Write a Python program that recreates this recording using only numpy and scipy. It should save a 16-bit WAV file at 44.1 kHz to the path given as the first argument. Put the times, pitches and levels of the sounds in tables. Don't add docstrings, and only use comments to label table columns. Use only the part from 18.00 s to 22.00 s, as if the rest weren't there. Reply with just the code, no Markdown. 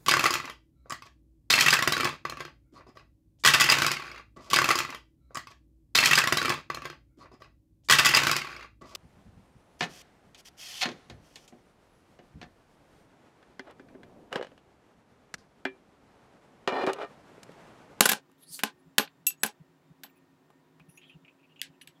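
import sys
import numpy as np
from scipy import signal
from scipy.io import wavfile
from scipy.ndimage import uniform_filter1d

SR = 44100
rng = np.random.default_rng(int(sys.argv[2]) if len(sys.argv) > 2 else 0)


def store_wav(level_fs):
    pcm = np.round(np.clip(np.atleast_2d(level_fs), -1, 1) * 32767)
    wavfile.write(sys.argv[1], SR, pcm.T.astype(np.int16))


def linear_from_db(decibels):
    return 10 ** (np.asarray(decibels, float) / 20)


N = 176400


def evened(x):
    return x / np.sqrt(np.mean(x ** 2) + 1e-20)


def peaked(x):
    return x / (abs(x).max() + 1e-20)


def read(points, hz):
    f, value = np.transpose(points)
    return np.interp(np.log(hz + 1), np.log(f + 1), value)


def coloured(x, points):
    log_gain = np.log(linear_from_db(read(points, abs(np.fft.fftfreq(4096, 1 / SR)))))
    taps = np.fft.ifft(np.exp(np.conj(signal.hilbert(log_gain)))).real[:2048]
    return signal.oaconvolve(x, taps)[:len(x)]


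def resonate(x, hz, width_hz):
    turn = np.exp(2j * np.pi * np.cumsum(hz * np.ones(len(x))) / SR)
    r = np.exp(-np.pi * width_hz / SR)
    return 2 * (turn * signal.lfilter([1 - r], [1, -r], x / turn)).real


def resonate_twice(x, hz, width_hz, second_width_hz):
    return resonate(resonate(x, hz, width_hz), hz, second_width_hz)


def wobble(shape):
    rattle_db = 2
    return linear_from_db(rattle_db * evened(uniform_filter1d(rng.standard_normal(shape), size=200)))


def ring(modes, t):
    hz, db, t60 = np.transpose(modes)[:, :, None]
    dying = linear_from_db(db - 60 * t / t60) * np.sin(2 * np.pi * hz * t)
    return (wobble((len(modes), len(t))) * dying).sum(axis=0)


def in_room(near, far, peak_db):
    room_db, gate_s, gate_db, gate_floor_db, mic_low_hz = -12.5, 0.11, -21, -84, 185
    # pitch_hz, t60_s
    room_decay = [(150, 0.07), (600, 0.28), (2000, 0.2), (5000, 0.2), (15000, 0.069)]
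    hz, t, z = signal.stft(rng.standard_normal(len(near)), SR, nperseg=256)
    z = z * linear_from_db(-60 * t / read(room_decay, hz)[:, None])
    tail = signal.istft(z, SR, nperseg=256)[1][:len(near)]
    t = np.arange(len(near)) / SR
    tail = tail * np.clip(t / 0.012, 0, 1)
    wet = near + linear_from_db(room_db) * signal.fftconvolve(far, tail / np.linalg.norm(tail))[:len(near)]
    heard = signal.sosfilt(signal.butter(N=4, Wn=mic_low_hz, btype="high", fs=SR, output="sos"), wet)
    open_s = gate_s * max(1 - peak_db / gate_floor_db, .1)
    return heard * linear_from_db(gate_db * (t / open_s) ** 4.5)


def knock(peak_db, low_db, treble_db, contact_s):
    wood_db, wood_share, wood_t60_s, wood_loss = -3, 0.16, .11, -.7
    crack_db, split_low_hz, split_high_hz = 9, 1700, 4400
    spike, echo_s, echo_share = 2.2, 0.0021, .45
    # pitch_hz, level_db; higher modes die sooner
    table_modes = [(222, -3.5), (280, -7), (440, -4), (560, -8), (790, -6.5), (850, 2.5), (1040, 3),
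                   (1185, 1), (1560, -2), (1640, -0.5), (2420, -8)]
    # pitch_hz, level_db
    crack_tone = [(100, -18), (1000, -6), (1600, 4), (2050, -4), (2700, -1), (5000, -7), (12500, -6),
                  (15800, -19.5)]
    t = np.arange(0, .17, 1 / SR)

    roughness = linear_from_db(4 * rng.standard_normal(len(t)))
    fading = np.exp(-(t / max(contact_s, 3e-4)) ** 1.5)
    chatter = peaked(rng.standard_normal(len(t)) * roughness * fading)
    echo = np.arange(len(t)) == round(echo_s * SR)
    chatter = peaked(chatter + spike * ((t == 0) + echo_share * echo))
    blow = (t == 0) * np.linalg.norm(chatter)

    lowest_hz = table_modes[0][0]
    modes = [(hz, db, wood_t60_s * (hz / lowest_hz) ** wood_loss) for hz, db in table_modes]
    wood = linear_from_db(wood_db + wood_share * (low_db + 12.5)) * peaked(ring(modes, t))
    tilt = [(split_low_hz * 0.71, low_db + 15.5), (split_low_hz, 0),
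            (split_high_hz, 0), (split_high_hz * 1.4, treble_db + 5)]
    near, far = (coloured(linear_from_db(crack_db + 3.5) * coloured(force, crack_tone) + wood, tilt)
                 for force in (chatter, blow))
    return linear_from_db(peak_db + 3.5) * in_room(near, far, peak_db)


def clink(peak_db, favoured_hz, favour_db, damping):
    favour_width_hz, tick_db, tick_s, tick_room_db = 150, -1, 0.0008, 7
    bar_pitches = [2690, 2760, 5895, 6690, 7875, 7930, 9830, 10430, 12240, 12610, 14640, 15320]
    # level_db, t60_s
    bar_levels = [(-7, 0.087), (-10.5, 0.05), (-9, .03), (-9.5, .09), (-6, 0.07), (-5, 0.091), (-6, 0.088),
                  (-7.5, .04), (-2.5, 0.11), (-7, 0.04), (-9.5, .04), (-16.5, 0.028)]
    t = np.arange(0, .17, 1 / SR)
    modes = []
    for hz, (db, t60) in zip(bar_pitches, bar_levels):
        nearness = np.exp(-((hz - favoured_hz) / favour_width_hz) ** 2)
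        modes.append((hz, db + favour_db * (nearness - 1), t60 / max(damping, .2)))
    rung = ring(modes, t) * (1 - np.exp(-t / tick_s))
    tick = linear_from_db(tick_db - favour_db) * rng.standard_normal(len(t)) * np.exp(-t / tick_s)
    blow = (t == 0) * np.linalg.norm(tick) * linear_from_db(tick_room_db)
    near, far = (coloured(rung + force, [(1300, -64.0), (2500, -2.0)]) for force in (tick, blow))
    return linear_from_db(peak_db) * in_room(near, far, peak_db)


def grit():
    return rng.standard_normal(N) * linear_from_db(9.5 * uniform_filter1d(rng.standard_normal(N), 40))


def follow(curve, column, outside):
    rows = np.array(curve)
    return np.interp(np.arange(N) / SR, rows[:, 0], rows[:, column], outside, outside)


def drag():
    lower_squeak_db = -0.5
    # time_s, hiss_db, squeak_db, upper_squeak_hz, lower_squeak_hz
    drag_path = [
        (.38, -83.5, -81, 13000, 3490),
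        (.4, -73, -80, 12000, 3800),
        (.435, -73, -59, 10800, 3715),
        (.457, -82, -74, 10200, 4010),
        (.49, -73, -57.5, 9450, 4930),
        (.52, -48, -59, 9360, 4780),
        (.545, -43.5, -45.5, 9250, 4460),
        (.585, -50.5, -69, 8800, 4600),
        (.62, -80, -91, 8800, 4700),
    ]
    # pitch_hz, level_db
    hiss_tone = [(1180, -61.5), (2200, -28), (2900, -15), (5000, -5.5), (9290, -1.5), (15100, -6.5),
                 (16300, -35)]
    upper = resonate(grit(), follow(drag_path, column=3, outside=9000), 1200)
    upper = resonate(upper, follow(drag_path, column=3, outside=11000), 2500)
    lower = resonate_twice(grit(), follow(drag_path, column=4, outside=4500), 700, 1400)
    squeaks = evened(upper) + linear_from_db(lower_squeak_db) * evened(lower)
    hiss = evened(coloured(grit(), hiss_tone))
    hiss_gain = linear_from_db(follow(drag_path, column=1, outside=-140))
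    return hiss_gain * hiss + linear_from_db(follow(drag_path, column=2, outside=-140)) * squeaks


def slip(peak_db, hz):
    width_hz, rise_s, fall_s = 330, 0.0017, 0.013
    t = np.arange(5000) / SR
    scrape = resonate_twice(rng.standard_normal(len(t)), hz, width_hz, 2 * width_hz)
    return linear_from_db(peak_db) * evened(scrape) * np.minimum(t / rise_s, 1) ** 2 * np.exp(-t / fall_s)


def glide():
    # time_s, level_db, pitch_hz
    glide_path = [
        (3.0, -79, 2820),
        (3.02, -62, 3090),
        (3.07, -64, 3290),
        (3.11, -63.5, 3060),
        (3.15, -64.5, 2700),
        (3.17, -87, 2600),
    ]
    hz = follow(glide_path, column=2, outside=2200)
    return linear_from_db(follow(glide_path, column=1, outside=-140)) * evened(resonate_twice(grit(), hz, 330, 560))


def rub():
    hiss_db = -4
    # time_s, level_db
    rub_path = [
        (2.885, -77.5),
        (2.895, -63),
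        (2.92, -66),
        (2.94, -73),
        (2.975, -61.5),
        (3.0, -79),
        (3.04, -100),
        (3.1, -77),
        (3.13, -94),
    ]
    noise = grit()
    bar_modes = [(5900, -7), (6690, -18), (9830, -20), (10430, 1.0), (12600, -6.5), (14640, -30.5)]  # (Hz, dB)
    rung = sum(linear_from_db(db) * evened(resonate(noise, hz, 120)) for hz, db in bar_modes)
    hiss = coloured(noise, [(4000, -40), (6000, -7.5), (10500, 20), (16000, -7)])
    rubbing = evened(evened(rung) + linear_from_db(hiss_db) * evened(hiss))
    return linear_from_db(follow(rub_path, column=1, outside=-140)) * rubbing


def graze(level_db, hz, length_s):
    t = np.arange(0, length_s, 1 / SR)
    width_hz = 260 if hz < 4000 or hz > 10000 else 110
    scrape = resonate_twice(rng.standard_normal(len(t)), hz, width_hz, 2 * width_hz)
    return linear_from_db(level_db) * evened(scrape) * np.sin(np.pi * t / length_s)


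def bump(peak_db, length_s):
    swing_hz, thump_db = 159.9, -15.5
    t = np.arange(0, length_s, 1 / SR)
    swing = np.sin(2 * np.pi * (swing_hz * t + rng.random()))
    thump = linear_from_db(thump_db) * np.sin(2 * np.pi * 3.25 * t / length_s)
    return linear_from_db(peak_db - 7.5) * np.sin(np.pi * t / length_s) ** 2 * (swing + thump)


def background():
    hiss_db, hum_width_hz, whine_width_hz = -63.5, 7.2, 4.2
    # pitch_hz, level_db
    room_hiss = [(18, -81.5), (60, -29), (146, -18), (234, -19), (267, -13), (418, -19.5), (972, -22),
                 (10400, -46), (16300, -44.5)]
    # pitch_hz, level_db
    machine_lines = [(156.1, -71), (269.2, -69), (360.7, -73.5), (958.2, -83), (1830, -83), (3661, -93.5),
                     (7321, -95)]
    hiss = linear_from_db(hiss_db - 5) * evened(coloured(rng.standard_normal(N), room_hiss))
    lines = np.zeros(N)
    for hz, db in machine_lines:
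        width_hz = hum_width_hz if hz < 1000 else whine_width_hz
        lines += linear_from_db(db) * evened(resonate(rng.standard_normal(N), hz, width_hz))
    return hiss + lines


def add(mix, s, sound):
    part = mix[round(s * SR):][:len(sound)]
    part += sound[:len(part)]


def scene():
    # start_s, peak_db,
    # low_wood_db, treble_db, contact_s
    knocks = [(0.0074, 1, -20, -3.5, 0.0037), (0.0555, -11.5, -20.5, -2, 0.0041),
              (0.0574, -8, -17, -6.5, 0.0046), (0.0638, -20, -42, 2, 0.0029), (0.0907, -9, -22, -7, 0.012),
              (0.0945, -18.5, -20.5, 5, 0.0022), (0.114, -22, -23, -20, 0.0022),
              (0.1175, -10, -19.5, -5, 0.0081), (0.1328, -16.5, -16.5, -6.5, 0.0024),
              (0.2974, -70.5, 2, 0, 0.003), (0.3162, -57, -18, -4, 0.0026),
              (0.4328, -55.5, -37, -16, 0.0047), (0.5913, -28, -23.5, -10, 0.012),
              (0.6352, -8, -20, -9.5, 0.0041), (0.9823, -3.5, -22, -9, 0.0052),
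              (0.9965, -14.5, -15.5, -26, 0.0016), (1.076, -40, -28, -38, 0.005),
              (1.2675, -30, -95, 13.5, 0.003), (1.3057, -31.5, -27.5, -25, 0.0023),
              (1.4338, -8, -22.5, -6, 0.0044), (1.4473, -25.5, -8, -13.5, 0.0052),
              (2.035, -28.5, -32, -12.5, 0.0058), (2.045, -44.5, -8.5, -35, 0.004),
              (2.064, -45.5, -26, -28, 0.002), (2.5028, -55.5, -5.5, -10, 0.0055),
              (2.7973, -51, -12.5, -13.5, 0.003), (3.6158, -15.5, -63, -10.5, 0.0022),
              (3.8129, -38.5, -63, -22.5, 0.0076), (3.8741, -34.5, -55, -10.5, 0.0024)]
    # start_s, peak_db, favoured_hz, favour_db, damping (factor)
    clinks = [(.008, -28, 7890, 12, 1.9), (.092, -13, 12240, 9, 5.4), (.099, -33, 7890, 20, 3),
              (.985, -30.5, 12240, 21, 0.39), (.987, -21, 6690, 24, 1.5), (.988, -31, 7890, 26, 1.36),
              (1.268, -12, 12240, 3.5, 1.07), (1.436, -15.5, 10430, 24.5, 1), (1.462, -18.5, 9830, 8.5, 5),
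              (1.462, -16.5, 14640, 23.5, 2.6), (2.036, -31.5, 14640, 25.5, 0.72),
              (2.036, -36, 12240, 19, 2.4), (2.038, -57, 7890, 24, 1.9), (2.974, -43, 6690, 25.5, 1.55),
              (3.629, -45, 7890, 16, 1.07), (3.815, -42, 9830, 16.5, 1.25), (3.815, -46.5, 5895, 25, 0.56),
              (3.875, -50, 7890, 11, 1.1)]
    # start_s, peak_db, length_s
    bumps = [(0.492, -44.5, 0.038), (0.727, -52, 0.036), (0.849, -46, 0.05), (1.187, -49, 0.037),
             (1.594, -38.5, 0.037), (1.669, -52, 0.05), (1.792, -57, 0.042), (1.894, -41, 0.04),
             (2.306, -52.5, 0.05), (2.795, -44, 0.042), (2.875, -41.5, 0.036), (3.137, -40, 0.048),
             (3.221, -51, 0.038), (3.684, -46, 0.036), (3.873, -50.5, 0.04)]
    # start_s, level_db, pitch_hz
    slips = [(3.815, -52, 2880), (3.875, -56, 2870), (2.8, -57, 2480), (2.89, -65, 2660),
             (2.973, -50, 2640), (3.015, -50.5, 2650), (3.03, -52, 2540), (3.095, -49.5, 2620),
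             (3.247, -55, 2470), (3.279, -51, 2560), (3.559, -52.5, 2780), (3.592, -50, 2700),
             (3.687, -67, 2870)]
    # start_s, level_db, pitch_hz, length_s
    grazes = [(.022, -35.5, 3060, 0.037), (.025, -37, 10220, 0.032), (.78, -79.5, 10300, .04),
              (1.37, -72.5, 6750, 0.049), (1.39, -60, 7950, 0.1), (1.41, -77.5, 11820, 0.034),
              (2.085, -72, 14700, 0.034), (2.09, -67, 2500, 0.019), (2.155, -76.5, 10220, 0.039),
              (2.155, -76, 14950, .035), (2.145, -73.5, 2547, .06), (3.38, -71, 2620, 0.046),
              (3.42, -65, 2536, 0.045), (3.48, -68, 2800, .065), (3.59, -65.5, 6820, 0.016),
              (3.73, -72, 2660, 0.038), (3.94, -76.5, 3320, 0.053)]
    mix = background() + drag() + rub() + glide()
    for events, source in [(knocks, knock), (clinks, clink), (bumps, bump), (slips, slip), (grazes, graze)]:
        for start_s, *settings in events:
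            add(mix, start_s, source(*settings))
    return mix[None]


def roll_off(x):
    return signal.sosfilt(signal.butter(12, 16450, fs=SR, output="sos"), x)


def record(dry):
    edge_hz, rumble_hz = 15900, 45
    limited = signal.oaconvolve(np.clip(dry, -1, 1), signal.firwin(511, edge_hz, fs=SR)[None], "same")
    rumble_filter = signal.butter(N=2, Wn=rumble_hz, btype="high", fs=SR, output="sos")
    return roll_off(signal.sosfilt(rumble_filter, limited))


dry = scene()
out = record(dry)
store_wav(out)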